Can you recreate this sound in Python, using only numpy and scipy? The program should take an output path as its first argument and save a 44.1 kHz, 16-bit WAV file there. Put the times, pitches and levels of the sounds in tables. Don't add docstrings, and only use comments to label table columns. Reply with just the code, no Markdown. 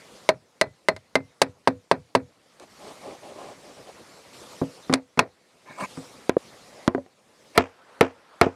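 import sys
import numpy as np
from scipy import signal
from scipy.fft import rfft, irfft
from scipy.io import wavfile
from scipy.ndimage import uniform_filter1d, minimum_filter1d

SR = 44100
rng = np.random.default_rng(int(sys.argv[2]) if len(sys.argv) > 2 else 0)


def store_wav(level_fs):
    pcm = np.round(np.clip(np.atleast_2d(level_fs), -1, 1) * 32767)
    wavfile.write(sys.argv[1], SR, pcm.T.astype(np.int16))


N = 377055
SIZE = 16384
T, HZ = np.arange(SIZE) / SR, np.fft.rfftfreq(SIZE, 1 / SR)
BREAK_S = 6.379


def amp(db):
    return 10 ** (np.asarray(db) / 20)


def evened(x):
    return x / np.sqrt(np.mean(x ** 2) + 1e-20)


def read(points, hz):
    columns = np.transpose(points)
    return np.interp(np.log(hz + 1), np.log(columns[0] + 1), columns[1])


def octaves(hz, knee_hz=1000):
    return np.log2(np.hypot(1, hz / knee_hz))


def causal(db):
    log_gain = np.log(amp(np.concatenate([db, db[-2:0:-1]])))
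    return np.exp(np.conj(signal.hilbert(log_gain)))[:len(db)]


def add(mix, s, sound):
    part = mix[round(s * SR):][:len(sound)]
    part += sound[:len(part)]


def stream(drive, colour, patchy_db, bright_db=0):
    hz, _, z = signal.stft(drive, SR, nperseg=512, noverlap=384)
    patches = uniform_filter1d(rng.standard_normal(z.shape), size=8, axis=0)
    patches = evened(uniform_filter1d(patches, size=14, axis=1))
    colour_db = read(colour, hz) + bright_db * octaves(hz)
    z = z * amp(colour_db[:, None] + patchy_db * patches)
    return evened(signal.istft(z, SR, nperseg=512, noverlap=384)[1][:N])


# f/Hz, level/dB
YARD_COLOUR = [(18, -53), (30, -16), (153, -16), (227, 2.5), (437, -16), (499, -4.5), (913, -12.5),
               (1010, -8.5), (1390, -9.5), (2170, -7.5), (3060, -19), (9460, -21), (16000, -35)]
# f/Hz, level/dB
HISS_COLOUR = [(18, -50), (30, -22), (63, -7), (165, -1), (374, -2.5), (499, 4), (584, -1.5), (1320, -7.5),
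               (1540, -13.5), (4530, -10.5), (9710, -19.5), (14000, -31), (16000, -43.5)]
# f/Hz, level/dB
RUSH_COLOUR = [(60, -25), (500, 0.5), (1400, 2), (2500, -10), (4000, -14), (12000, -53)]
YARD_DB, HISS_DB, RUSH_DB = -57, -51.5, -45.5
RUSH_S = 7.6


def background():
    yard = amp(YARD_DB) * stream(rng.standard_normal(N), YARD_COLOUR, patchy_db=3.0)
    hiss = amp(HISS_DB) * stream(rng.standard_normal(N), HISS_COLOUR, patchy_db=2.3)
    rush = amp(RUSH_DB) * stream(rng.standard_normal(N), RUSH_COLOUR, patchy_db=2.5)
    return yard + hiss + rush * (np.arange(N) / SR > RUSH_S)


# f/Hz, level/dB
PUSH_COLOUR = [(30, -17), (80, -4), (200, 21), (450, 26.5), (1000, 23.5), (2000, 14), (3000, 2), (5000, 8),
               (10000, -0.5), (14000, -17)]


def push(travel_s=0.000745, travel_hz=1000):
    lag = 4 * np.pi * travel_s * np.sqrt(travel_hz * HZ)
    return irfft(causal(read(PUSH_COLOUR, HZ)) * np.exp(-1j * lag))


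def ring(modes, detune=0.0072, spot_db=2.5):
    luck = rng.standard_normal((len(modes), 2))
    out = np.zeros(SIZE)
    for k, (hz, db, t60) in enumerate(modes):
        fade = amp(db + spot_db * luck[k, 0] - 60 * T / t60)
        tuned_hz = hz * (1 + detune * luck[k, 1])
        out += (-1) ** k * fade * np.sin(2 * np.pi * tuned_hz * T)
    return out


def rattle(bands, grain, crack_db, crack_t60, crack_hz=1500, rise_s=0.00059, uneven_db=3):
    wobble = evened(uniform_filter1d(rng.standard_normal(SIZE), size=220))
    chatter = amp(uneven_db * wobble * np.minimum(T / 0.021, 1))
    spectrum = rfft(grain * chatter) * amp(read(bands, HZ))
    centres = np.transpose(bands)[0]
    out = np.zeros(SIZE)
    for hz, _, t60 in bands:
        share = np.interp(np.log(HZ + 1), np.log(centres), centres == hz)
        crack = amp(crack_db - 60 * T / crack_t60) * hz / (hz + crack_hz)
        fade = amp(-60 * T / t60) + crack
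        out += irfft(spectrum * share) * fade / np.linalg.norm(fade)
    return out * (1 - np.exp(-T / rise_s))


def clack(hz, db, t60, linger_db, linger_ratio=5, longest_t60=.2):
    linger_t60 = min(t60 * linger_ratio, longest_t60)
    sound = ring([(hz, db, t60)]) + ring([(hz, db + linger_db, linger_t60)])
    return signal.lfilter(*signal.butter(1, [hz / 2, hz * 2], "bandpass", fs=SR), sound)


# f/Hz, level/dB, t60/s
FRAME = [(118, -27.5, 0.14), (182, -30.5, .15), (237, -33, 0.14), (265.7, -12.5, 0.15), (349, -13, 0.058),
         (400, -25, 0.035), (492, -25, 0.22), (740, -35, 0.077), (975, -27.5, .09)]
GRIP_DAMPS_DB, GRIP_PASSES_DB, GRIP_RATTLES_DB = 15, 22, -2
CLACK_TRADE_DB, SHORT_CLACK_S = 19, 0.0078


def knocks(rows, modes, bands, piece_db, frame_db, rattle_db, clack_db, likeness, crack_db, crack_t60,
           linger_db, frame_lag_s=0.0073):
    out, own_grain = np.zeros(N), rng.standard_normal(SIZE)
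    fade_out = np.minimum(2 * (1 - T / T[-1]), 1) ** 2
    for s, force_db, bright, grip, clack_hz, clack_t60 in rows:
        grain = likeness * own_grain + np.sqrt(1 - likeness ** 2) * rng.standard_normal(SIZE)
        wood = push() + amp(piece_db - GRIP_DAMPS_DB * grip) * ring(modes)
        wood += amp(rattle_db + GRIP_RATTLES_DB * grip) * rattle(bands, grain, crack_db, crack_t60)
        wood += amp(frame_db + GRIP_PASSES_DB * grip) * ring(FRAME) * (1 - np.exp(-T / frame_lag_s))
        contact = irfft(causal(bright * octaves(HZ)))[:SIZE // 2]
        spot_db = clack_db - CLACK_TRADE_DB * np.log10(clack_t60 / SHORT_CLACK_S)
        sound = signal.fftconvolve(wood, contact)[:SIZE] + clack(clack_hz, spot_db, clack_t60, linger_db)
        unbroken = (s > BREAK_S) | (s + T < BREAK_S)
        add(out, s, -amp(force_db) * sound * fade_out * unbroken)
    return out


def rocking(taps, delay_s=0.042, sway_hz=115, sway_db=-43, swell_s=.02):
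    out = np.zeros(N)
    swell = T / swell_s * np.exp(1 - T / swell_s)
    legs = signal.butter(2, [sway_hz * .75, sway_hz * 1.3], "bandpass", fs=SR, output="sos")
    for s, push_db, *_ in taps:
        shudder = evened(signal.sosfilt(legs, rng.standard_normal(SIZE)))
        add(out, s + delay_s, amp(push_db + sway_db) * swell * shudder)
    return out


# f/Hz, level/dB, t60/s
BOARD = [(431, -28, 0.14), (528, -21, 0.038), (620.2, -22.5, 0.12), (658, -27, 0.11), (860, -22.5, 0.042),
         (1011, -11, 0.033), (1268, -29, 0.061), (1561, -26.5, 0.032), (1860, -25, 0.052),
         (2212, -13.5, .025), (4230, -30, 0.069), (4930, -26.5, 0.011), (7750, -30.5, 0.015)]
# f/Hz, level/dB, t60/s
BOARD_RATTLE = [(30, -13, 0.24), (84.6, 8, 0.26), (210, 18.5, 0.13), (560, 26, 0.14), (1160, 20.5, 0.11),
                (2270, 16.5, 0.12), (3000, 7.5, 0.072), (4240, 12, 0.088), (6950, 2, 0.049),
                (10230, -1.5, 0.067), (12300, -22.5, .05), (16000, -28, .04)]
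# t/s, force level/dB, brightness/dB per octave, grip/0-1, clack f/Hz, clack t60/s
EDGE_TAPS = [ (.2902, 9.5, -0.5, 0, 624, .09), (.6127, 7.5, 1, 0.0025, 1980, .043),
             (.8856, 9, -1, 0, 1995, .03), (.964, -20.5, 2, 0, 2050, .04),
             (1.1545, 9.5, -1, 0.48, 2090, .04), (1.4172, 9.5, 3, 0.62, 883, .009),
             (1.6742, 11, -1, 0.84, 943, .0084), (1.9134, 12, -1.5, .65, 944, .0075),
             (2.1510, 11, -.5, 0.85, 950, .011)]


def edge_taps():
    return rocking(EDGE_TAPS) + knocks(
        EDGE_TAPS, BOARD, BOARD_RATTLE, piece_db=4.5, frame_db=-17.5, rattle_db=4.5, clack_db=6.5,
        likeness=0.97, crack_db=24.0, crack_t60=0.024, linger_db=-26.5)


# t/s, force level/dB, brightness/dB per octave, grip/0-1, clack f/Hz, clack t60/s
SNAPS = [ (2.598, -40, 4.5, 0.27, 514, 0.023), (4.927, -5.5, -2.5, 0.76, 400, .06),
         (4.9381, -0.5, 3.5, 0.44, 4200, 0.0074), (5.1917, 7.5, 0.5, 0.03, 2557, 0.014)]


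def snaps():
    return knocks(SNAPS, BOARD, BOARD_RATTLE, piece_db=7.5, frame_db=-7, rattle_db=11.5, clack_db=10.0,
                  likeness=0.64, crack_db=25, crack_t60=0.014, linger_db=-36)


def strokes(rows, lateness, sharpness):
    out = np.zeros(N)
    for s, length, db in rows:
        progress = np.linspace(0, 1, round(length * SR))
        arch = abs(np.sin(np.pi * progress ** lateness)) ** sharpness
        add(out, s, amp(db) * evened(arch))
    return out


def scrape(effort, colour, ring_db, judder_db, patchy_db):
    clumps = evened(uniform_filter1d(rng.standard_normal(N), size=300))
    slips = rng.standard_normal(N) * amp(judder_db * clumps)
    ringing = evened(signal.fftconvolve(slips, ring(BOARD))[:N])
    return effort * stream(evened(slips) + amp(ring_db) * ringing, colour, patchy_db)


# t/s, length/s, level/dB
RUBS = [(2.6, .05, -39.5), (2.79, 0.14, -41.5), (3.01, 0.15, -42.5), (3.22, 0.125, -45), (3.34, 0.2, -43),
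        (3.63, 0.11, -51.5), (3.76, 0.054, -51), (3.86, 0.057, -46.5), (6.72, .16, -52.5)]
# f/Hz, level/dB
RUB_COLOUR = [(40, -19), (150, -8), (300, -1.5), (520, 2.5), (800, 0), (1150, -6.5), (1450, -17.5),
              (3000, -18.5), (9000, -26.5), (15000, -56.5)]


def rubs():
    effort = strokes(RUBS, lateness=1.09, sharpness=0.35)
    return scrape(effort, RUB_COLOUR, ring_db=-19.5, judder_db=1.0, patchy_db=1.5)


# t/s, length/s, level/dB
SLEEVES = [(2.7, 0.36, -54), (4.33, 0.66, -50), (5.8, 0.36, -50.5)]


def sleeves():
    effort = strokes(SLEEVES, lateness=0.4, sharpness=0.23)
    return effort * stream(rng.standard_normal(N), HISS_COLOUR, patchy_db=4.0, bright_db=1.5)


# t/s, force level/dB, brightness/dB per octave
PALM_THUMPS = [(4.6145, -14.5, -18.5), (4.896, -14, -9), (5.174, -9, -5), (5.973, -30.5, -7)]
PALM_SPOT = (0.86, 155, .14)  # grip/0-1, clack f/Hz, clack t60/s


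def palm_thumps():
    rows = [(*row, *PALM_SPOT) for row in PALM_THUMPS]
    return knocks(rows, BOARD, BOARD_RATTLE, piece_db=6.5, frame_db=-3.0, rattle_db=12.5, clack_db=21,
                  likeness=0.54, crack_db=5.5, crack_t60=0.018, linger_db=-41)


# t/s, length/s, level/dB
SLIDES = [(5.65, .14, -37.5), (5.775, 0.087, -26), (7.545, 0.04, -27.5)]
# f/Hz, level/dB
SLIDE_COLOUR = [(40, -24), (150, 4.5), (520, 4), (800, 7), (1050, -2.5), (1500, -7.5), (2200, 0),
                (3000, -15.5), (4500, -21.5), (9000, -22.5), (15000, -38)]


def slides():
    effort = strokes(SLIDES, lateness=1.58, sharpness=0.47)
    return scrape(effort, SLIDE_COLOUR, ring_db=-9, judder_db=2, patchy_db=4.5)


# f/Hz, level/dB, t60/s
BLOCK = [(92, -25.5, .22), (216.3, -8, 0.042), (259, -18, 0.1), (355, -9.5, 0.092), (470, -22.5, 0.23),
         (627, -7.5, 0.033), (688, -15.5, 0.079), (1012, -24, 0.11), (1290, -27, 0.041),
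         (1370, -29.5, 0.052), (1935, -11, 0.031), (2360, -29.5, 0.07)]
# f/Hz, level/dB, t60/s
BLOCK_RATTLE = [(30, 9, 0.22), (85, 14.5, 0.073), (210, 17, 0.15), (560, 26, 0.19), (1390, 21.5, 0.16),
                (2290, 14.5, 0.21), (4200, 8, 0.09), (6960, -10, 0.27), (10000, -12, 0.043),
                (15000, -22, .05)]
# t/s, force level/dB, brightness/dB per octave, grip/0-1, clack f/Hz, clack t60/s
LIGHT_TAPS = [ (6.2945, 6.5, -1.5, 0.47, 400, 0.0091), (6.3675, 4.5, -31, 0.16, 494, 0.019),
              (6.8778, 10.5, -5, 0.24, 249, 0.012), (6.9482, 5.5, -10, 0.85, 400, 0.032),
              (6.980, -6.5, -18, .2, 560, .07), (7.062, -27, -3, 0.29, 750, 0.1)]


def light_taps():
    return knocks(LIGHT_TAPS, BLOCK, BLOCK_RATTLE, piece_db=-1.5, frame_db=-19, rattle_db=-1,
                  clack_db=10.5, likeness=0.32, crack_db=31.5, crack_t60=0.025, linger_db=-43.5)


# t/s, force level/dB, brightness/dB per octave
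BLOCK_BLOWS = [(7.577, 10, 2), (8.0095, 9.5, 1), (8.4131, 9, 1.5), (8.4655, -1, -14.5)]
BLOCK_SPOT = (0.42, 452, 0.068)  # grip/0-1, clack f/Hz, clack t60/s


def block_blows():
    rows = [(*row, *BLOCK_SPOT) for row in BLOCK_BLOWS]
    return knocks(rows, BLOCK, BLOCK_RATTLE, piece_db=6.5, frame_db=-10.5, rattle_db=10.5, clack_db=13.5,
                  likeness=0.82, crack_db=27.5, crack_t60=0.018, linger_db=-45)


def scene():
    board = edge_taps() + snaps() + palm_thumps()
    block = light_taps() + block_blows()
    rubbing = rubs() + slides()
    return (background() + board + rubbing + sleeves() + block)[None]


LIMIT_DB, DEPTH_DB, HOLD_S, RECOVER_DB_PER_S = -12.5, 12, 0.22, 22


def gain_control(x):
    over_db = np.clip(20 * np.log10(abs(x) + 1e-9) - LIMIT_DB, 0, DEPTH_DB)
    recovery, hold = np.arange(len(x)) / SR * RECOVER_DB_PER_S, round(HOLD_S * SR)
    gain_db = recovery - np.maximum.accumulate(over_db + recovery)
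    held_db = minimum_filter1d(gain_db, hold, origin=(hold - 1) // 2, mode="nearest")
    return x * amp(uniform_filter1d(held_db, size=45))


def record(dry, ceiling=0.69, bass_cut_hz=60, treble_cut_hz=14000, edge_hz=16400):
    parts = np.split(dry[0], [round(BREAK_S * SR)])
    ducked = np.concatenate([gain_control(part) for part in parts])[None]
    squashed = ducked / (1 + (ducked / ceiling) ** 4) ** (1 / 4)
    thinned = signal.lfilter(*signal.butter(2, bass_cut_hz, "highpass", fs=SR), squashed)
    softened = signal.lfilter(*signal.butter(3, treble_cut_hz, fs=SR), thinned)
    band_limit = signal.firwin(511, edge_hz, window=("kaiser", 9), fs=SR)
    return signal.oaconvolve(softened, band_limit[None], "same")


dry = scene()
out = record(dry)
store_wav(out)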